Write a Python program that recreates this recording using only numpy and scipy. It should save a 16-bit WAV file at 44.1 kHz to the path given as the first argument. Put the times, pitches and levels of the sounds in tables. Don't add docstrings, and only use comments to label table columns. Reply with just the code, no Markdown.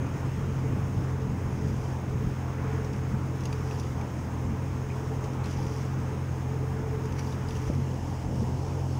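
import sys
import numpy as np
from scipy import signal
from scipy.fft import rfft, irfft, next_fast_len
from scipy.io import wavfile
from scipy.ndimage import uniform_filter1d, map_coordinates

SR = 44100
rng = np.random.default_rng(int(sys.argv[2]) if len(sys.argv) > 2 else 0)


def log_audio(samples):
    frames = np.atleast_2d(samples).T
    limited = np.clip(frames, -1, 1)
    pcm = np.round(limited * 32767).astype(np.int16)
    wavfile.write(sys.argv[1], SR, pcm)


def nominal_scale(level):
    x = np.asarray(level, float) / 20
    return 10 ** x


N = 396459

# (time [s], firing rate [Hz], third order level [dB])
IDLE = [(0.0, 42.6, -38), (0.32, 44.32, -32), (1.2, 43.87, -33), (1.4, 42.2, -36), (1.65, 43.37, -33.5),
        (2.53, 43.1, -34.5), (2.63, 43.81, -33), (3.98, 43.07, -33.5), (4.06, 41.84, -39.5),
        (4.46, 42.02, -32.5), (4.56, 43.54, -34), (7.24, 43.76, -33), (7.59, 42.4, -35),
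        (7.76, 45.3, -29.5), (8.01, 42.8, -36), (8.49, 42.7, -34), (8.66, 44.25, -33.5), (8.99, 43.95, -31)]
# (frequency [Hz], gain [dB])
SOFT_HISS = [(2000, -30), (2900, 3), (3500, -12), (4200, -8), (5200, 1), (6200, -3.5), (7600, -7),
             (9000, -18), (11000, -12.5), (13000, -40)]


def unit(x):
    return x / np.sqrt(np.mean(x ** 2) + 1e-20)


def curves(rows):
    s, *cols = np.transpose(rows)
    return [np.interp(np.arange(N) / SR, s, c) for c in cols]


def wobble(rate_hz):
    return map_coordinates(rng.standard_normal(int(N * rate_hz / SR) + 4), [np.arange(N) * rate_hz / SR])


def bells(rows):
    t = np.arange(N) / SR
    return sum(height * np.exp(-((t - s) / length_s) ** 2) for s, height, length_s in rows)


def filtered(x, response):
    m = next_fast_len(N + SR // 2)
    return irfft(rfft(x, m) * response(np.fft.rfftfreq(m, 1 / SR)), m)[:N]


def above(x, hz):
    return filtered(x, lambda f: 1 / (1 + (hz / (f + 1)) ** 6))


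def colour(points):
    hz, db = np.transpose(points)
    return lambda f: nominal_scale(np.interp(np.log(f + 1), np.log(hz), db))


def modes(rows):
    def response(f):
        total = 0
        for k, (hz, width_hz, db) in enumerate(rows):
            damping = 1j * f * width_hz
            total = total + (-1) ** k * nominal_scale(db) * damping / (hz * hz - f * f + damping)
        return total
    return response


def rush(response, patchy_db):
    z = signal.stft(rng.standard_normal(N), nperseg=512)[2]
    field = uniform_filter1d(rng.standard_normal(z.shape), size=6, axis=0)
    field = uniform_filter1d(field, size=14, axis=1)
    noise = signal.istft(z * nominal_scale(patchy_db * unit(field)), nperseg=512)[1][:N]
    return unit(filtered(noise, response))


def turned():
    return np.interp(np.arange(N) / SR, [7.68, 8.06], [0, 1])


def road():
    # (frequency [Hz], density [dB per Hz])
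    tyres = [(210, -37), (350, -3), (389, -9), (436, -4.5), (480, -12), (617, -11.5), (872, -6.5),
             (1180, -10), (2520, -19), (4300, -39), (5590, -58), (9460, -120)]
    # (time [s], lift [dB], half length [s])
    cars = [
        (0.1, 3, 0.77),
        (2.65, 5, 0.28),
        (3.5, 0, 0.16),
        (5.45, 3.5, .2),
        (7.2, 0.5, 0.31),
    ]
    part_db = [-43, -44, -49]
    part_away_db = [3.5, -8.5, -10]
    part_lift = [0.29, 0.55, 1.05]
    roar = rush(colour(tyres), patchy_db=1.33)
    upper, top = above(roar, hz=990), above(roar, hz=1380)
    cars_db, away = bells(cars), turned()
    parts = zip([roar - upper, upper - top, top], part_db, part_away_db, part_lift)
    return sum(nominal_scale(db + away_db * away + lift * cars_db) * part for part, db, away_db, lift in parts)


def wind():
    # (time [s], level [dB])
    steady_rows = [(0.0, -41), (0.7, -39), (1.1, -39), (1.5, -37.5), (2.2, -42), (3.1, -41), (3.4, -40.5),
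                   (4.2, -41.5), (5.2, -40), (5.7, -40.5), (8.2, -42), (8.46, -36.5), (8.99, -44.5)]
    # (frequency [Hz], gain [dB])
    buffet = [(18, -69), (28, -11), (42, -4), (60, -4), (110, 0.5), (150, -1), (200, -3.5), (330, -16),
              (600, -26), (1200, -63)]
    # (time [s], level [dB], half length [s])
    gust_rows = [(0.013, -32, 0.036), (0.262, -31.5, 0.031), (0.502, -46, 0.12), (0.688, -34.5, 0.027),
                 (0.785, -36, 0.046), (0.903, -39, 0.033), (0.994, -31, 0.027), (1.67, -33, 0.033),
                 (2.192, -35.5, .06), (2.28, -34, 0.03), (2.946, -36, 0.022), (3.148, -34.5, 0.046),
                 (4.197, -45, 0.058), (4.498, -42, 0.056), (5.998, -42, 0.043), (7.79, -50, 0.044)]
    lumps = nominal_scale(0.8 * wobble(11) + 0.8 * wobble(25))
    steady = nominal_scale(curves(steady_rows)[0] + 3.5)
    gusts = bells((s, nominal_scale(db), length_s) for s, db, length_s in gust_rows)
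    return (steady + gusts) * unit(lumps * rush(colour(buffet), patchy_db=0.94))


def jacket():
    start_s, attack_s, level_db = 7.78, 0.12, -58.5
    start = np.clip((np.arange(N) / SR - start_s) / attack_s, 0, 1)
    return start * nominal_scale(level_db + 1.28 * wobble(14)) * rush(colour(SOFT_HISS), patchy_db=2.5)


def stream():
    # (frequency [Hz], density [dB per Hz])
    case = [(1940, 4.5), (3300, -3), (4380, -9.5), (5330, -0.5), (5930, -4), (6540, -1.5), (7130, -6),
            (8020, -9), (9580, -12.5), (10100, -15.5), (12700, -20.5), (15200, -12), (15900, -25)]
    # (frequency [Hz], width [Hz], level [dB])
    whistle = [(899, 20, -62), (6440, 200, -67), (9600, 250, -82), (15100, 150, -84), (15580, 140, -79)]
    beat = 1 + 0.04 * np.cos(2 * np.pi * np.cumsum(curves(IDLE)[0]) / SR)
    shake = nominal_scale(0.3 * wobble(9) + 0.5 * wobble(30)) * beat
    hiss = rush(colour(case), patchy_db=1.0)
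    top = above(hiss, hz=12400)
    body_db = -51.5 + 0.14 * wobble(1.81)
    top_db = -48.5 - 1 * turned()
    patter = nominal_scale(body_db) * (hiss - top) + nominal_scale(top_db) * top
    ring = 0
    for hz, width_hz, db in whistle:
        cavity = modes([(hz, width_hz, 0)])
        ring = ring + nominal_scale(db) * unit(filtered(rng.standard_normal(N), lambda f: cavity(f) ** 2))
    return shake * patter + ring


def spray():
    # (frequency [Hz], width [Hz], level [dB])
    droplets = [(4850, 290, 0), (5360, 400, -0.5), (5850, 390, 3.5), (6500, 400, -6), (8000, 1200, -21),
                (10500, 1100, -9), (2980, 600, 0.5)]
    # (start [s], hold [s], level [dB])
    bursts = [
        (1.501, 0.37, -61),
        (3.4, 0.15, -58),
        (3.622, .22, -58),
        (5.45, 0.37, -55.5),
        (7.14, .17, -56.5),
        (7.46, 0.21, -56),
    ]
    attack_s, t60_s = 0.04, 0.8
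    hits_per_s = 650 * nominal_scale(2.5 * wobble(70))
    fizz = 0
    for hz, width_hz, db in droplets:
        hits = (rng.random(N) < hits_per_s / SR) * rng.standard_normal(N)
        fizz = fizz + nominal_scale(db) * unit(filtered(hits, modes([(hz, width_hz, 0)])))
    t, swell = np.arange(N) / SR, 0
    for s, hold_s, db in bursts:
        rise = np.clip((t - s) / attack_s, 0, 1)
        swell = swell + rise * nominal_scale(db - 60 * np.maximum(t - s - hold_s, 0) / t60_s)
    return unit(fizz) * swell


def splashes():
    # (time [s], level [dB], t60 [s], low part [dB])
    rows = [
        (5.24, -46, .09, -4),
        (5.448, -46.5, .14, 4),
        (5.505, -47.5, 0.098, 1),
        (7.183, -48, 0.095, 4),
        (7.55, -52, .1, 1),
        (2.93, -53, .08, -1.5),
        (4.9, -59, 0.095, 11),
    ]
    # (frequency [Hz], gain [dB])
    wash = [(500, -30), (900, -3), (2500, 3.5), (4500, -6.5), (7000, -31)]
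    t, high, low = np.arange(N) / SR, 0, 0
    for s, db, t60_s, low_db in rows:
        age = np.maximum(t - s, 0)
        swell = nominal_scale(db - 60 * age / t60_s) * (1 - np.exp(-age / 0.0036))
        high = high + swell
        low = low + nominal_scale(low_db) * swell
    grain = nominal_scale(3.9 * wobble(250))
    return grain * (high * rush(colour(SOFT_HISS), patchy_db=-0.5) + low * rush(colour(wash), patchy_db=-6.0))


def drops():
    # (time [s], peak [dB], pitch [Hz], plop [dB])
    rows = [(1.6811, -44, 6500, -10), (2.8455, -38, 5820, -6), (2.9612, -45, 5690, -3),
            (3.4057, -38.5, 5460, -15), (3.4361, -39, 5840, -13), (3.454, -30.5, 6440, -5),
            (3.5271, -35, 4690, 0), (3.71, -42.5, 5750, 8.5), (3.797, -34, 5800, -14),
            (4.0107, -43.5, 6440, 5), (5.239, -40, 6560, -2), (5.3332, -43, 5660, -6),
            (5.4415, -38, 4204, -8), (5.457, -39, 5600, -6), (5.6271, -41, 5555, -12),
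            (5.6635, -42, 5050, -12), (5.7623, -41, 5540, -15), (7.055, -40, 6420, -18),
            (7.1231, -40, 6120, -3), (7.1851, -43, 5770, -3), (7.1921, -36, 5820, -5),
            (7.2713, -40, 4800, -12), (7.3244, -40, 3800, -8), (7.4861, -36, 5060, -14),
            (7.5065, -40, 3500, 0), (7.5641, -41, 5726, -5), (7.665, -45, 5670, -16),
            (7.6759, -42, 6140, -13), (7.7343, -45, 6360, -3), (7.7494, -44, 5300, -12)]
    t60_s, attack_s = 0.031, 0.00058
    ring, crack, t = np.zeros(N + SR), np.zeros(N + SR), np.arange(SR // 10) / SR
    for s, db, hz, plop_db in rows:
        plop_hz = 2480 * (1 + 0.07 * rng.standard_normal())
        fade = nominal_scale(db - 60 * t / t60_s) * (1 - np.exp(-t / attack_s))
        tick_drift, noise, plop_drift = rng.standard_normal((3, len(t)))
        tick = nominal_scale(-4.0) * np.sin(2 * np.pi * hz * t + 0.13 * np.cumsum(tick_drift))
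        plop = nominal_scale(min(plop_db, 8) - 1.5) * np.sin(2 * np.pi * plop_hz * t + 0.16 * np.cumsum(plop_drift))
        ring[round(s * SR):][:len(t)] += fade * (tick + plop)
        crack[round(s * SR):][:len(t)] += fade * noise
    case = modes([(3300, 2000, -3), (5700, 2000, 0), (10200, 1500, -9), (13800, 1200, -16)])
    return ring[:N] + filtered(crack[:N], case)


def thumps():
    # (time [s], peak [dB], pitch [Hz], half length [s])
    rows = [
        (7.686, -21, 82, 0.0082),
        (7.7014, -14.5, 196, 0.0022),
        (7.79, -32, 237, 0.014),
        (8.405, -26, 94, .015),
        (8.421, -23.5, 220, 0.011),
        (8.43, -29, 420, 0.0035),
        (7.7, -31, 600, 0.0027),
        (7.712, -32.5, 514, 0.0045),
        (5.591, -35.5, 838, 0.0056),
    ]
    t, total = np.arange(N) / SR, 0
    for s, db, hz, length_s in rows:
        swell = nominal_scale(db) * np.exp(-((t - s) / length_s) ** 2)
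        total = total - swell * np.cos(2 * np.pi * hz * (t - s))
    return total


def engine():
    # (multiple, level [dB])
    weak_orders = [(1, -54), (4, -66), (5, -51), (6, -49), (7, -55.5)]
    # (frequency [Hz], width [Hz], level [dB])
    hull = [(223, 85, -2.5), (313, 66, -2.5), (519, 69, -7.5)]
    # (frequency [Hz], width [Hz], level [dB])
    cavity = [(420.6, 21.6, -1.5), (444.5, 19, 0)]
    # (time [s], change [dB], half length [s])
    chokes = [(0.1, -4.5, 0.99), (1.95, -18, 0.079), (2.45, -7, 0.056), (3.2, -10, 0.077), (3.43, -8, .05),
              (4.2, -12, 0.26), (4.73, -6, .1), (6.0, -3.5, .2), (6.28, -13, 0.072), (6.8, 2.5, 0.4),
              (7.36, -1, .1), (8.08, -10, .12), (8.95, -8, .15)]
    hz, third_db = curves(IDLE)
    second_db = -37 + 0.88 * (third_db - third_db.mean())
    turn = 2 * np.pi * np.cumsum(hz * (1 + 0.002 * wobble(9))) / SR
    hum = nominal_scale(second_db + 3.5 + 0.47 * wobble(7.7)) * np.sin(2 * turn + 0.096 * wobble(8))
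    hum += nominal_scale(third_db + 3.0 + 0.37 * wobble(7)) * np.sin(3 * turn + 0.52 * wobble(8))
    for k, db in weak_orders:
        hum += nominal_scale(db + 2.0 * wobble(4)) * np.sin(k * turn + 0.49 * wobble(6))
    puffs = (1 + 0.48 * np.cos(turn)) * rng.standard_normal(N)
    chug = unit(filtered(puffs, lambda f: modes(hull)(f) / (1 + (f / 700) ** 4)))
    boom = unit(filtered(puffs, lambda f: modes(cavity)(f) / (1 + ((f - 430) / 60) ** 2)))
    tenth = nominal_scale(-3 + 1.3 * wobble(5.2)) * np.sin(10 * turn + 0.81 * wobble(9))
    boom_db = -46 - 6.5 * turned() + bells(chokes)
    return hum + nominal_scale(-42.5) * chug + nominal_scale(boom_db) * (boom + tenth)


def scene():
    background = road() + wind() + jacket()
    water = stream() + spray() + splashes() + drops()
    return (background + water + thumps() + engine())[None]


def band_limit(x):
    return signal.sosfilt(signal.butter(12, 16100, fs=SR, output="sos"), x)


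def record(dry):
    top_hz = 15740
    mix = filtered(dry[0], lambda hz: hz < top_hz)[None]
    return band_limit(mix)


dry = scene()
out = record(dry)
log_audio(out)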